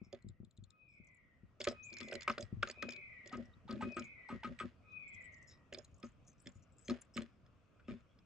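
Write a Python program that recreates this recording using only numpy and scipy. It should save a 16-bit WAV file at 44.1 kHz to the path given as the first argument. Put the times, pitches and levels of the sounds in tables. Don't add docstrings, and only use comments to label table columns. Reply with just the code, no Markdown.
import sys
import numpy as np
from scipy import signal
from scipy.fft import irfft
from scipy.io import wavfile
from scipy.ndimage import uniform_filter1d

SR = 44100
rng = np.random.default_rng(int(sys.argv[2]) if len(sys.argv) > 2 else 0)


def rack_gain(trim_db):
    fader = np.asarray(trim_db, float)
    return 10 ** (fader / 20)


def persist_wave(psi):
    counts = np.round(np.clip(psi, -1, 1) * 32767).astype(np.int16)
    wavfile.write(sys.argv[1], SR, np.atleast_2d(counts).T)


N = 363825

# start in seconds, peak in dB, ring in Hz, scrape in seconds.
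BEAK_BLOWS = [(0.128, -65, 1240, 0.012), (1.671, -34, 1137, 0.0062), (2.013, -49, 1280, 0.0075),
              (2.123, -42.5, 1447, 0.0036), (2.278, -23.5, 1179, 0.0045), (2.299, -25.5, 1210, 0.0044),
              (2.381, -37, 1386, 0.0024), (2.631, -22, 1377, 0.0026), (2.674, -47.5, 1340, 0.0093),
              (2.828, -35, 1373, 0.0058), (3.316, -50, 744, 0.0071), (3.328, -38.5, 1260, 0.014),
              (3.679, -49.5, 880, 0.0059), (3.687, -43, 1260, 0.022), (3.809, -38, 870, 0.0065),
              (3.822, -35, 1200, 0.011), (3.968, -34.5, 1330, 0.013), (4.29, -41, 860, 0.0042),
              (4.3, -41, 1220, 0.017), (4.433, -40.5, 876, 0.0047), (4.443, -35.5, 1310, 0.014),
              (4.601, -34, 1300, 0.013), (6.031, -48.5, 1283, 0.011), (6.898, -38.5, 1160, 0.0072),
              (7.176, -38, 1310, 0.0051), (7.797, -60, 1430, 0.0065), (7.882, -50, 1200, 0.014)]
# pitch in Hz, width in Hz, level in dB.
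HOUSING_RINGS = [(3020, 1100, -14), (3500, 420, 10), (4080, 190, -2), (5170, 470, 10), (6170, 440, -5),
                 (6890, 800, 2.5), (7800, 460, -3.5), (9200, 1100, -21.5), (10270, 140, -14.5),
                 (12100, 860, -15.5), (14700, 390, -24)]
# pitch in Hz, width in Hz, level in dB.
TRAY_RINGS = [(67, 35, 7), (129, 78, 1), (240, 34.7, 1.5), (363, 112, 4.5), (568.5, 100.5, 7.5),
              (742, 86, -14)]
# seconds after its start, upper partial in Hz, upper partial in dB,
# lower partial in dB.
WHISTLE_SHAPE = [
    (-.012, 1850, -28, -40),
    (0.017, 2510, -8, -12),
    (0.05, 2524, -9, -7),
    (0.095, 2505, -1, -9),
    (0.15, 2330, -4, -30),
    (.3, 2080, -2, -32),
    (.41, 1960, -1, -33),
    (.58, 1880, -8, -36),
    (.66, 1750, -20, -44),
]
# start in seconds, level in dB, extra hold on the top pitch in seconds,
# time factor (no unit), change to the upper partial at the start in dB.
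WHISTLES = [
    (-.31, -82.5, 0.073, 1, -13),
    (0.664, -72, 0.073, 0.98, -10),
    (1.664, -60, 0.071, 0.96, -8.5),
    (2.723, -59, 0.039, 0.91, 7),
    (3.77, -61.5, 0.05, 0.97, 4),
    (4.824, -59, 0.0057, 0.97, -1.5),
]
# time in seconds, pitch in Hz, level in dB.
CHIP_PATH = [
    (1.826, 5570, -76),
    (1.831, 6200, -57.5),
    (1.851, 7360, -56.5),
    (1.866, 7580, -75),
    (1.892, 6960, -83),
]
# pitch in Hz, level in dB per Hz.
AIR_COLOUR = [(15, -48), (25, -32.5), (69, 7), (107, 0.5), (267, -7), (333, -16), (633, -16), (830, -28),
              (1260, -20.5), (1870, -35), (2520, -29.5), (4030, -45), (5550, -45.5), (9090, -56),
              (11800, -72), (20000, -100)]
# time in seconds, change in dB.
BREEZE = [
    (0.0, 4),
    (0.62, 0),
    (2.021, 11),
    (8.25, 9),
]
# pitch in Hz, likeness from 0 to 1.
AIR_LIKENESS = [(60, .6), (720, 0.66), (8640, 0.19)]
# start in seconds, peak in dB, pitch in Hz, length in seconds.
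HUSK_RUBS = [(0.033, -63.5, 5440, 0.049), (3.458, -64.5, 5560, 0.011), (4.031, -60, 6620, 0.04),
             (5.078, -62, 7570, 0.021), (5.129, -67, 7660, 0.035), (5.221, -67.5, 7200, 0.011),
             (5.243, -62, 7800, 0.023), (5.322, -69, 6320, 0.026), (5.363, -71, 7250, 0.033),
             (5.412, -70, 6100, 0.052), (5.472, -54, 5340, 0.049), (5.509, -62, 5664, 0.029),
             (5.85, -52.5, 4090, 0.006), (6.266, -57.5, 6230, 0.047), (6.384, -66, 7950, 0.079),
             (6.623, -65, 5940, 0.025), (6.494, -60, 7320, 0.0054), (6.542, -70, 6870, 0.052),
             (6.724, -68, 7650, 0.021), (6.786, -58.5, 7600, 0.019), (6.806, -65, 7800, 0.048),
             (6.842, -55.5, 6330, 0.081), (7.141, -53.5, 5400, 0.025), (7.877, -57.5, 3020, 0.037),
             (0.882, -74.5, 5145, 0.1), (5.802, -71, 6670, 0.086), (6.04, -61, 6320, 0.047),
             (6.437, -67, 7500, 0.18), (5.495, -58.5, 3850, 0.061), (7.016, -54, 9200, 0.004),
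             (1.599, -51, 4500, 0.051), (1.642, -42, 6750, 0.013), (1.679, -45, 3940, 0.041),
             (2.013, -58, 5270, 0.088), (2.283, -56, 5270, 0.028), (2.39, -58, 5300, 0.057),
             (7.149, -54, 2980, 0.045)]
# pitch in Hz, left over right in dB.
LEAN_BY_PITCH = [(70, 2), (140, 0.5), (240, -0.5), (570, -5.5), (1260, 3.5), (5300, 2.5), (7700, 10.5)]
# start in seconds, peak in dB.
BILL_NIBBLES = [
    (0.2236, -69),
    (0.287, -56.5),
    (0.448, -64.5),
    (0.51, -65.5),
    (0.575, -62),
    (0.639, -57.5),
    (0.298, -74),
    (0.568, -71.5),
    (0.705, -57),
]
# start in seconds, peak in dB, weight under the
# tick in dB.
CLAW_TICKS = [(0.1276, -46.5, -8.5), (0.1481, -57, -1.5), (1.6025, -45, -16), (1.6071, -42, 4),
              (1.6145, -32.5, -9), (1.6424, -35.5, -11.5), (1.6501, -39, 2.5), (1.6732, -35, 5),
              (1.6854, -33.5, -11), (1.7194, -53, -8), (1.9026, -58, -9), (1.9288, -48.5, -3.5),
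              (1.9385, -47, -22), (1.9688, -43.5, -0.5), (1.9848, -43, -11), (2.004, -43.5, 2),
              (2.0103, -40, -1.5), (2.0305, -47.5, -11), (2.0847, -46.5, 0), (2.113, -46.5, -3),
              (2.1273, -46.5, 11.5), (2.1394, -46.5, -25), (2.153, -41, 2), (2.2085, -44, -3),
              (2.2203, -43, -1.5), (2.231, -42, -11),
              (2.2784, -43, 13.5), (2.298, -40, 6), (2.3145, -47, -12), (2.323, -48.5, -8),
              (2.381, -38.5, -3), (2.4082, -41, -23), (2.4254, -43, -9.5), (2.6275, -41, 11),
              (2.674, -45, 3), (2.686, -43.5, -23), (2.699, -38.5, -0.5), (2.712, -39, -10),
              (2.825, -39, 7.5), (2.8896, -41.5, 4.5), (2.907, -43.5, -13), (2.922, -42.5, -8),
              (2.934, -46, -10), (2.9625, -48.5, -3), (3.26, -54, -3), (3.274, -47, -10), (3.294, -52, -2),
              (5.727, -55, 15), (5.737, -45, -9), (5.746, -39.5, -5.5), (5.773, -59, 0), (5.7855, -44, -24)]
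# start in seconds, peak in dB, weight under the tick in dB.
SHELL_CRACKS = [(3.3253, -53, -22), (3.3704, -56, -37), (3.679, -62.5, -10), (3.71, -41, -19.5),
                (3.8197, -52, -38.5), (3.9679, -50, 8), (3.9953, -42, -22.5), (4.0223, -53.5, 7.5),
                (4.435, -60.5, 21), (4.4745, -53.5, -5), (4.59, -55.5, 14), (4.6003, -43.5, 4),
                (3.438, -71, -11), (7.158, -62, 5), (7.187, -53, -2), (6.916, -62, 6), (6.93, -69, -8),
                (7.232, -69, 10), (4.9207, -72, -33), (6.0295, -51.5, 2), (6.4597, -57, 3),
                (6.4715, -43, -0.5), (6.8825, -45.5, 5.5), (6.8973, -36.5, -2), (6.907, -40.5, -10),
                (6.9676, -64, 2), (7.1679, -35, -2.5), (7.1756, -37.5, 5), (7.2201, -44, -2),
                (7.4634, -64.5, -1), (7.882, -63.5, 13), (7.891, -70, 12), (7.899, -67, 15),
                (7.909, -66, 12), (7.919, -67, 13), (8.005, -71, -2), (8.1882, -62.5, -3.5),
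                (3.6857, -58, -10), (3.726, -50, -14), (3.756, -58, -5), (3.7905, -74, -11),
                (3.9212, -55, -23), (3.9447, -57, -17), (4.2884, -58, -11), (4.445, -51, 4),
                (4.5657, -76, -8), (4.0494, -63, -13)]
# start in seconds, peak in dB, shove in seconds.
WALL_KNOCKS = [(0.13, -51, 0.013), (1.604, -51.5, 0.016), (1.672, -38, 0.0078), (1.712, -51.5, 0.011),
               (2.078, -56.5, 0.021), (2.124, -48, 0.021), (2.28, -48.5, 0.02), (2.38, -49, 0.019),
               (2.631, -47.5, 0.0082), (2.673, -60, 0.0099), (2.7, -54.5, 0.0062), (2.775, -65.5, 0.0095),
               (2.827, -52.5, 0.0053), (2.887, -53, 0.0041), (2.92, -73, 0.023), (3.905, -59.5, 0.019),
               (4.609, -66, 0.0077), (5.726, -54.5, 0.016), (5.778, -56, 0.015), (6.899, -52.5, 0.026)]
# start in seconds, peak in dB, pitch in Hz, shove in seconds.
FLOOR_FLEXES = [(1.92, -54, 285, 0.023), (2.007, -44, 258, 0.011), (2.047, -48, 240, 0.012),
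                (2.297, -38, 256, 0.012), (2.834, -39.5, 260, 0.014), (2.887, -53.5, 334, 0.062),
                (3.261, -52, 430, 0.017), (3.33, -39.5, 234, 0.013), (3.354, -36.5, 232, 0.018),
                (3.384, -45.5, 227, 0.022), (3.694, -39, 224, 0.028), (3.72, -36.5, 224, 0.021),
                (3.747, -40, 228, 0.024), (3.824, -34, 205, 0.022), (3.848, -42, 225, 0.014),
                (3.871, -42, 230, 0.0088), (3.967, -37.5, 293, 0.019), (3.999, -43, 237, 0.019),
                (4.301, -45, 229, 0.012), (4.326, -36, 197, 0.0085), (4.352, -39.5, 222, 0.011),
                (4.446, -42, 247, 0.01), (4.474, -38.5, 189, 0.019), (4.502, -54, 204, 0.013),
                (4.609, -42.5, 323, 0.0037), (4.635, -40, 193, 0.004), (4.647, -39.5, 217.2, 0.0079),
                (6.037, -41, 262, 0.0077), (6.466, -45.5, 204, 0.01), (6.887, -35, 258, 0.015),
                (6.905, -31.5, 237, 0.0087), (6.925, -51, 240, 0.0068), (7.162, -39.5, 233, 0.0049),
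                (7.184, -35.5, 240, 0.0071), (7.211, -42, 258, 0.014), (7.885, -39, 234, 0.023),
                (7.912, -37.5, 196, 0.0076), (7.934, -50.5, 256, 0.011)]
# start in seconds, peak in dB, pitch in Hz.
FEEDER_ROCKS = [(0.017, -41.5, 184), (0.247, -43, 146), (0.267, -41, 127), (0.298, -47, 129),
                (0.403, -42, 140), (0.433, -47, 189), (0.587, -45.5, 102.4), (0.627, -47.5, 107.7),
                (1.001, -50.5, 158), (1.435, -48, 135.3), (2.431, -41, 101), (2.528, -32, 134),
                (2.573, -38, 100), (2.601, -42, 90.8), (3.487, -51.5, 109), (3.568, -54, 135.5),
                (3.655, -49, 131), (5.149, -53.5, 80.5), (5.928, -52, 77.7), (6.559, -48.5, 95)]
# start in seconds, peak in dB, pitch in Hz, left over right in dB.
HIGH_CHIPS = [(0.9385, -80, 6660, 10), (1.046, -72, 7600, 16), (1.0705, -65, 7100, 17),
              (1.086, -73, 6000, -12), (1.1144, -79, 7700, 2.5), (1.1475, -63, 7800, 18),
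              (1.17, -68, 7060, 4), (5.1465, -65, 6260, 28), (5.2117, -68, 7340, 18),
              (5.343, -58.5, 6170, 20), (5.3829, -65, 7060, 8.0), (5.427, -67, 6300, 27),
              (5.774, -63, 6200, 5), (5.8219, -67, 5330, -3), (5.844, -58, 7860, 12),
              (5.9142, -73, 6700, 9), (5.9442, -56.5, 6700, 4), (5.9644, -67, 6600, 8.5),
              (5.982, -63, 7600, -1), (6, -61, 7500, 11), (6.044, -54, 4950, 0), (6.0651, -64, 5700, -15),
              (6.0886, -67, 6940, 18), (6.12, -70, 7200, 11), (6.25, -68, 6470, 2),
              (6.279, -48.5, 6760, 0), (6.33, -63, 6170, 6.0), (6.3811, -69, 5900, 3.5),
              (6.401, -55, 7400, 6), (6.42, -56, 9650, 12), (6.444, -67, 5050, 1), (6.52, -63, 6650, 13),
              (6.553, -71, 7000, 23), (6.5705, -68, 7200, 1), (6.6742, -79, 5060, 5),
              (6.7293, -78, 7700, 22), (6.7684, -71, 7360, 18), (6.8201, -69, 7350, 8.0),
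              (6.857, -57, 6600, -5), (7.017, -42, 7400, 3), (7.049, -65, 7700, 1.0)]
# pitch in Hz, lead of the left in radians.
PORT_PHASE = [(0, 0), (1290, 0.1), (1720, -0.8), (2840, -0.7), (3190, -1.05), (5170, -1.1), (8790, -0.1)]
# start in seconds, peak in dB, pitch in Hz, length in seconds.
HOARSE_CALLS = [
    (3.525, -64, 3750, .03),
    (5.1, -67, 3280, .1),
    (5.23, -68, 3000, .05),
    (7.74, -76, 2500, .07),
    (7.83, -73, 2650, .06),
    (7.83, -75, 3350, .06),
    (7.94, -74, 3550, .06),
    (7.95, -72, 2150, .06),
    (8.07, -74, 3300, .09),
    (8.19, -74, 2550, .05),
]
# landing time in seconds, peak in dB.
BILL_SQUEAKS = [
    (3.818, -67),
    (3.966, -56.5),
    (4.297, -68),
    (4.445, -73),
    (4.599, -55),
]

RIM_HZ = 1256
NIBBLE_HZ, NIBBLE_WEIGHT_DB, NIBBLE_PAN_DB = 7400, -5, 6.5
CLAW_HZ, SHELL_HZ, DB_PER_OCTAVE = 4130, 3223, 34
WALL_HZ = 487
LEAD = SR // 2


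def evened(x):
    return x / np.sqrt(np.mean(x ** 2) + 1e-20)


def peaked(x):
    return x / abs(x).max()


def read(points, hz):
    f, value = np.transpose(points)
    return np.interp(np.log(hz + 1), np.log(f + 1), value)


def add(mix, s, sound, pan_db):
    at = round(s * SR)
    part = mix[:, max(at, 0):][:, :len(sound) + min(at, 0)]
    sides = rack_gain(np.array([[pan_db / 2], [-pan_db / 2]]))
    part += sound[max(-at, 0):][:part.shape[1]] * sides


def resonate(x, hz, width):
    r = np.exp(-np.pi * width / SR)
    return signal.lfilter([1 - r, 0, r - 1], [1, -2 * r * np.cos(2 * np.pi * hz / SR), r * r], x)


def narrow(x, hz, width):
    return resonate(resonate(x, hz, width), hz, width)


def housing(x, share):
    total = 0
    for k, (part, (hz, width, db)) in enumerate(zip(share, HOUSING_RINGS)):
        total = total + (-1) ** k * part * rack_gain(db) * narrow(x, hz, width)
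    return total


def echoes(x, t60, first_s, last_s, top_hz):
    t = np.arange(SR) / SR
    signs = rng.choice([-1., 1.], (2, SR))
    taps = signs * (rng.random((2, SR)) < .05) * rack_gain(-60 * t / t60) * (t > first_s)
    taps *= rack_gain(2.4 * np.repeat(rng.standard_normal((2, 100)), SR // 100, axis=1))
    taps = signal.lfilter(*signal.butter(2, top_hz, fs=SR), taps / (1 + (t / last_s) ** 8))
    taps = taps[:, :int(2.6 * last_s * SR)]
    return signal.oaconvolve(x, taps / np.linalg.norm(taps[0]), axes=1)[:, :x.shape[1]]


def air():
    frames, hz = N // 256 + 5, np.fft.rfftfreq(1024, 1 / SR)
    a, b, c, d, patches = rng.standard_normal((frames, 513, 5)).T
    patches = evened(uniform_filter1d(uniform_filter1d(patches, 10, 0), 12, 1))
    s, stir_db = np.transpose(BREEZE)
    t = np.arange(frames) * 256 / SR - .01
    high = np.clip(np.log2(hz / 200 + .01) / 16.1, 0, 1)[:, None]
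    course = (0.85 + 2.0 * high) * np.interp(t, s, stir_db) - 9.85 * (1 - high)
    same = np.clip(read(AIR_LIKENESS, hz), -1, 1)[:, None]
    left = a + 1j * b
    right = same * left + np.sqrt(1 - same ** 2) * (c + 1j * d)
    z = np.array([left, right]) * rack_gain(read(AIR_COLOUR, hz)[:, None])
    z *= rack_gain(np.array([.4, -.4])[:, None, None] * read(LEAN_BY_PITCH, hz)[:, None])
    steady = signal.istft(z, nperseg=1024, noverlap=768)[1]
    level = rack_gain(-66) / np.sqrt(np.mean(steady ** 2))
    stirred = signal.istft(z * rack_gain(course + 1.76 * patches), nperseg=1024, noverlap=768)[1]
    return level * stirred[:, :N]


def whistles():
    out = np.zeros((2, N + LEAD))
    shape_s, hz, upper_db, lower_db = np.transpose(WHISTLE_SHAPE)
    opening = (shape_s < .06) * (shape_s > 0)
    for start, db, hold, stretch, shy_db in WHISTLES:
        s = shape_s * stretch + hold * (shape_s > .07)
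        breath_s = shape_s * stretch + hold * (shape_s > .12)
        t = np.arange(s[0], s[-1], 1 / SR)
        wander = rng.standard_normal((2, SR))[:, :len(t)]
        quaver, breath = (evened(uniform_filter1d(v, 700)) for v in wander)
        husk = evened(uniform_filter1d(rng.standard_normal(SR), size=90))[:len(t)]
        turn = np.pi * np.cumsum(np.interp(t, s, hz) * (1 + 0.0049 * quaver)) / SR
        hoarse = husk * (rack_gain(-23) * np.sin(3 * turn) + rack_gain(-29.5) * np.sin(4 * turn))
        upper_level = rack_gain(np.interp(t, breath_s, upper_db + shy_db * opening) + 2 * breath)
        upper = upper_level * (np.sin(2 * turn) + hoarse)
        lower = rack_gain(np.interp(t, shape_s, lower_db) - 0.6 * min(shy_db, 0)) * np.sin(turn)
        add(out, LEAD / SR + start + s[0], rack_gain(db) * (upper + lower), 1.5)
    return out


def rocks():
    out, t = np.zeros((2, N)), np.arange(-1000, 4000) / SR

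    def sway(u):
        fade = np.exp(np.where(u < 0, -(u / 0.19) ** 2, -u / 0.65))
        return fade * np.cos(2 * np.pi * u)

    for s, db, hz in FEEDER_ROCKS:
        late = t - 0.041 * rng.uniform(0.726, 1.27)
        swing = 0.22 * sway(late * hz * 0.77) - sway(t * hz)
        add(out, s + t[0], rack_gain(db) * (swing + 0.4 * narrow(swing, 297, 240)), 5)
    return out


def rubs():
    out, t = np.zeros((2, N)), np.arange(5000) / SR
    for s, db, hz, length in HUSK_RUBS:
        swell = t ** 2 * np.exp(-5.0 * t / np.clip(length, .005, .12))
        grit = rng.standard_normal(len(t)) * rng.exponential(1, len(t)) ** 2.0 * swell
        share = rng.random(len(HOUSING_RINGS))
        share = share * np.minimum(np.transpose(HOUSING_RINGS)[0] / hz, 1.15) ** 5
        rub = peaked(narrow(grit, hz, 320) + 0.28 * housing(grit, share))
        add(out, s - .005, rack_gain(db) * rub, read(LEAN_BY_PITCH, hz))
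    return out


def ticks():
    out, t = np.zeros((2, N)), np.arange(2000) / SR
    rows = [(s, db, NIBBLE_HZ, NIBBLE_WEIGHT_DB, NIBBLE_PAN_DB, 4050, 500) for s, db in BILL_NIBBLES]
    for table, light_hz in ((CLAW_TICKS, CLAW_HZ), (SHELL_CRACKS, SHELL_HZ)):
        for s, db, weight_db in table:
            hz = light_hz * 2 ** (-weight_db / DB_PER_OCTAVE)
            rows.append((s, db, hz, weight_db, 4.5 * rng.standard_normal(), 2178, 1200))
    rare = np.where(np.transpose(HOUSING_RINGS)[0] > 9000, 3, 2)
    for s, db, hz, body_db, pan_db, body_hz, body_width in rows:
        spit = rng.standard_normal(len(t)) * np.exp(-((t - .005) / 0.0022) ** 2)
        thin = np.where((hz == NIBBLE_HZ) & (rare == 2), .3, 1)
        share = rng.random(len(HOUSING_RINGS)) ** rare * thin
        bright = 0.64 * peaked(narrow(spit, hz, 910)) + 0.66 * peaked(housing(spit, share))
        body = rack_gain(body_db) * peaked(narrow(spit, body_hz, body_width))
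        add(out, s - .004, rack_gain(db) * (peaked(bright) + body), pan_db)
    return out


def blows():
    out, t = np.zeros((2, N)), np.arange(6000) / SR
    for s, db, hz, scrape in BEAK_BLOWS:
        fade = np.exp(-(t / np.clip(1.78 * scrape, .002, .1)) ** 1.52)
        force = (1 - np.exp(-t / (0.34 * scrape))) * fade
        grit = force * rng.standard_normal(len(t))
        main_hz = RIM_HZ if abs(hz - RIM_HZ) < 120 else hz
        ring = force * np.sin(2 * np.pi * main_hz * t)
        ring += 0.56 * peaked(narrow(grit, hz, 350)) + 0.25 * peaked(narrow(grit, 1550, 150))
        ring += 0.5 * peaked(narrow(grit, 1750, 1200))
        add(out, s - .0015, rack_gain(db) * peaked(ring), read(LEAN_BY_PITCH, hz))
    return out


def thumps():
    out, t = np.zeros((2, N)), np.arange(6000) / SR
    rows = [(s, db, WALL_HZ, shove, .4, 7.0) for s, db, shove in WALL_KNOCKS]
    rows += [(s, db - 9, hz, shove, .27, 9.0) for s, db, hz, shove in FLOOR_FLEXES]
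    for s, db, hz, shove, width_share, db_per_octave in rows:
        jolts = rng.standard_normal(len(t)) * (rng.random(len(t)) < 450 / SR)
        jolts[100] = 1.84
        u = t / np.clip(shove, .002, .06)
        jolts *= u ** 0.079 * np.exp(-(u / 2.1) ** 2)
        struck = peaked(narrow(jolts, hz, width_share * hz))
        add(out, s - .004, rack_gain(db) * struck, read(LEAN_BY_PITCH, hz))
        for k, (f, width, ring_db) in enumerate(TRAY_RINGS):
            near_db = ring_db - db_per_octave * abs(np.log2(f / hz))
            answer = (-1) ** k * rack_gain(db + near_db) * peaked(narrow(jolts, f, width))
            add(out, s - .004, answer, read(LEAN_BY_PITCH, f) + 0.7 * rng.standard_normal())
    return out


def loose_seed(knock):
    shake = np.sqrt(signal.lfilter([1 / 900], [1, 1 / 900 - 1], knock ** 2))
    size = rack_gain(1.9 * np.minimum(rng.exponential(1, (2, N)), 5)) * (rng.random((2, N)) < 1400 / SR)
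    grains = size * rng.standard_normal((2, N))
    grains = grains + 0.28 * grains[::-1]
    dull = narrow(grains, 1300, 2000)
    bright = housing(grains, np.ones(len(HOUSING_RINGS)))
    return shake * (rack_gain(-23.0) * evened(dull) + rack_gain(-44.0) * evened(bright))


def high_chips():
    out, t = np.zeros((2, N)), np.arange(1500) / SR
    for s, db, hz, pan_db in HIGH_CHIPS:
        spit = rng.standard_normal(len(t)) * t * np.exp(-t / 0.0023)
        stray_hz = hz * 2 ** rng.uniform(-0.447, 0.49, 2)
        strays = sum(peaked(narrow(spit, f, 540)) for f in stray_hz)
        ring = peaked(narrow(spit, hz, 600)) + 0.39 * strays
        add(out, s - .002, rack_gain(db - 5.5) * peaked(ring), pan_db)
    return out


def chips():
    out = np.zeros((2, N))
    s, hz, db = np.transpose(CHIP_PATH)
    t = np.arange(s[0], s[-1], 1 / SR)
    tone = np.sin(2 * np.pi * np.cumsum(np.interp(t, s, hz)) / SR)
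    add(out, s[0], rack_gain(np.interp(t, s, db)) * tone, -1.5)
    return out


def far_calls():
    out = np.zeros((2, N))
    for s, db, hz, length in HOARSE_CALLS:
        breath = rng.standard_normal(SR // 5)[:int(length * SR)]
        add(out, s, rack_gain(db) * np.hanning(len(breath)) * peaked(narrow(breath, hz, 240)), 0)
    return out


def squeaks():
    out, t = np.zeros((2, N)), np.arange(-2000, 2000) / SR
    squeak_hz, slide_s, fade_s = 7950, 0.0051, 0.014
    for s, db in BILL_SQUEAKS:
        swell = np.exp(np.where(t < 0, t / slide_s, -t / fade_s))
        husky = evened(narrow(rng.standard_normal(len(t)), squeak_hz, 300))
        tone = np.sin(2 * np.pi * squeak_hz * t) + 0.52 * husky
        add(out, s + t[0], rack_gain(db) * peaked(swell * tone), 4.0)
    return out


def ports(x):
    half = read(PORT_PHASE, np.fft.rfftfreq(512, 1 / SR)) / 2
    taps = irfft(np.exp(1j * np.array([half, -half])))
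    taps = np.roll(taps, 256, axis=1) * np.hanning(512)
    return signal.oaconvolve(x, taps, axes=1)[:, 256:N + 256]


def scene():
    whistle, chip, rim, knock = whistles(), chips(), blows(), thumps()
    high_echo = narrow(whistle, 2400, 640)
    high_echo = echoes(high_echo, 2.6, 0.025, 0.34, 3800) + .3 * echoes(whistle, 0.6, 0.006, 0.07, 4000)
    far = (0.6 * whistle + rack_gain(5) * high_echo)[:, LEAD:]
    far += chip + rack_gain(-2) * echoes(chip, 0.16, 0.0028, 0.095, 9500) + far_calls()

    crack = rubs() + high_chips() + squeaks() + ticks()
    near = crack + rack_gain(-18) * echoes(crack, .055, .002, .035, 7400)
    near += rim + rack_gain(-23) * echoes(rim, .12, .004, .07, 5000)

    knock_rock = knock + rocks()
    low = knock_rock + rack_gain(-17) * echoes(knock_rock, .05, .003, .05, 150)
    low = signal.lfilter(*signal.butter(2, 42, "high", fs=SR), low)

    seed = loose_seed(1.54 * resonate(knock, 180, 210) + 1.1 * rim + 2.77 * crack)
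    return ports(near + low) + far + air() + seed


def roll_off(x):
    return signal.sosfilt(signal.butter(12, 15500, fs=SR, output="sos"), x)


def record(dry):
    heard = signal.lfilter(*signal.butter(3, 8600, fs=SR), dry)
    return roll_off(heard)


dry = scene()
out = record(dry)
persist_wave(out)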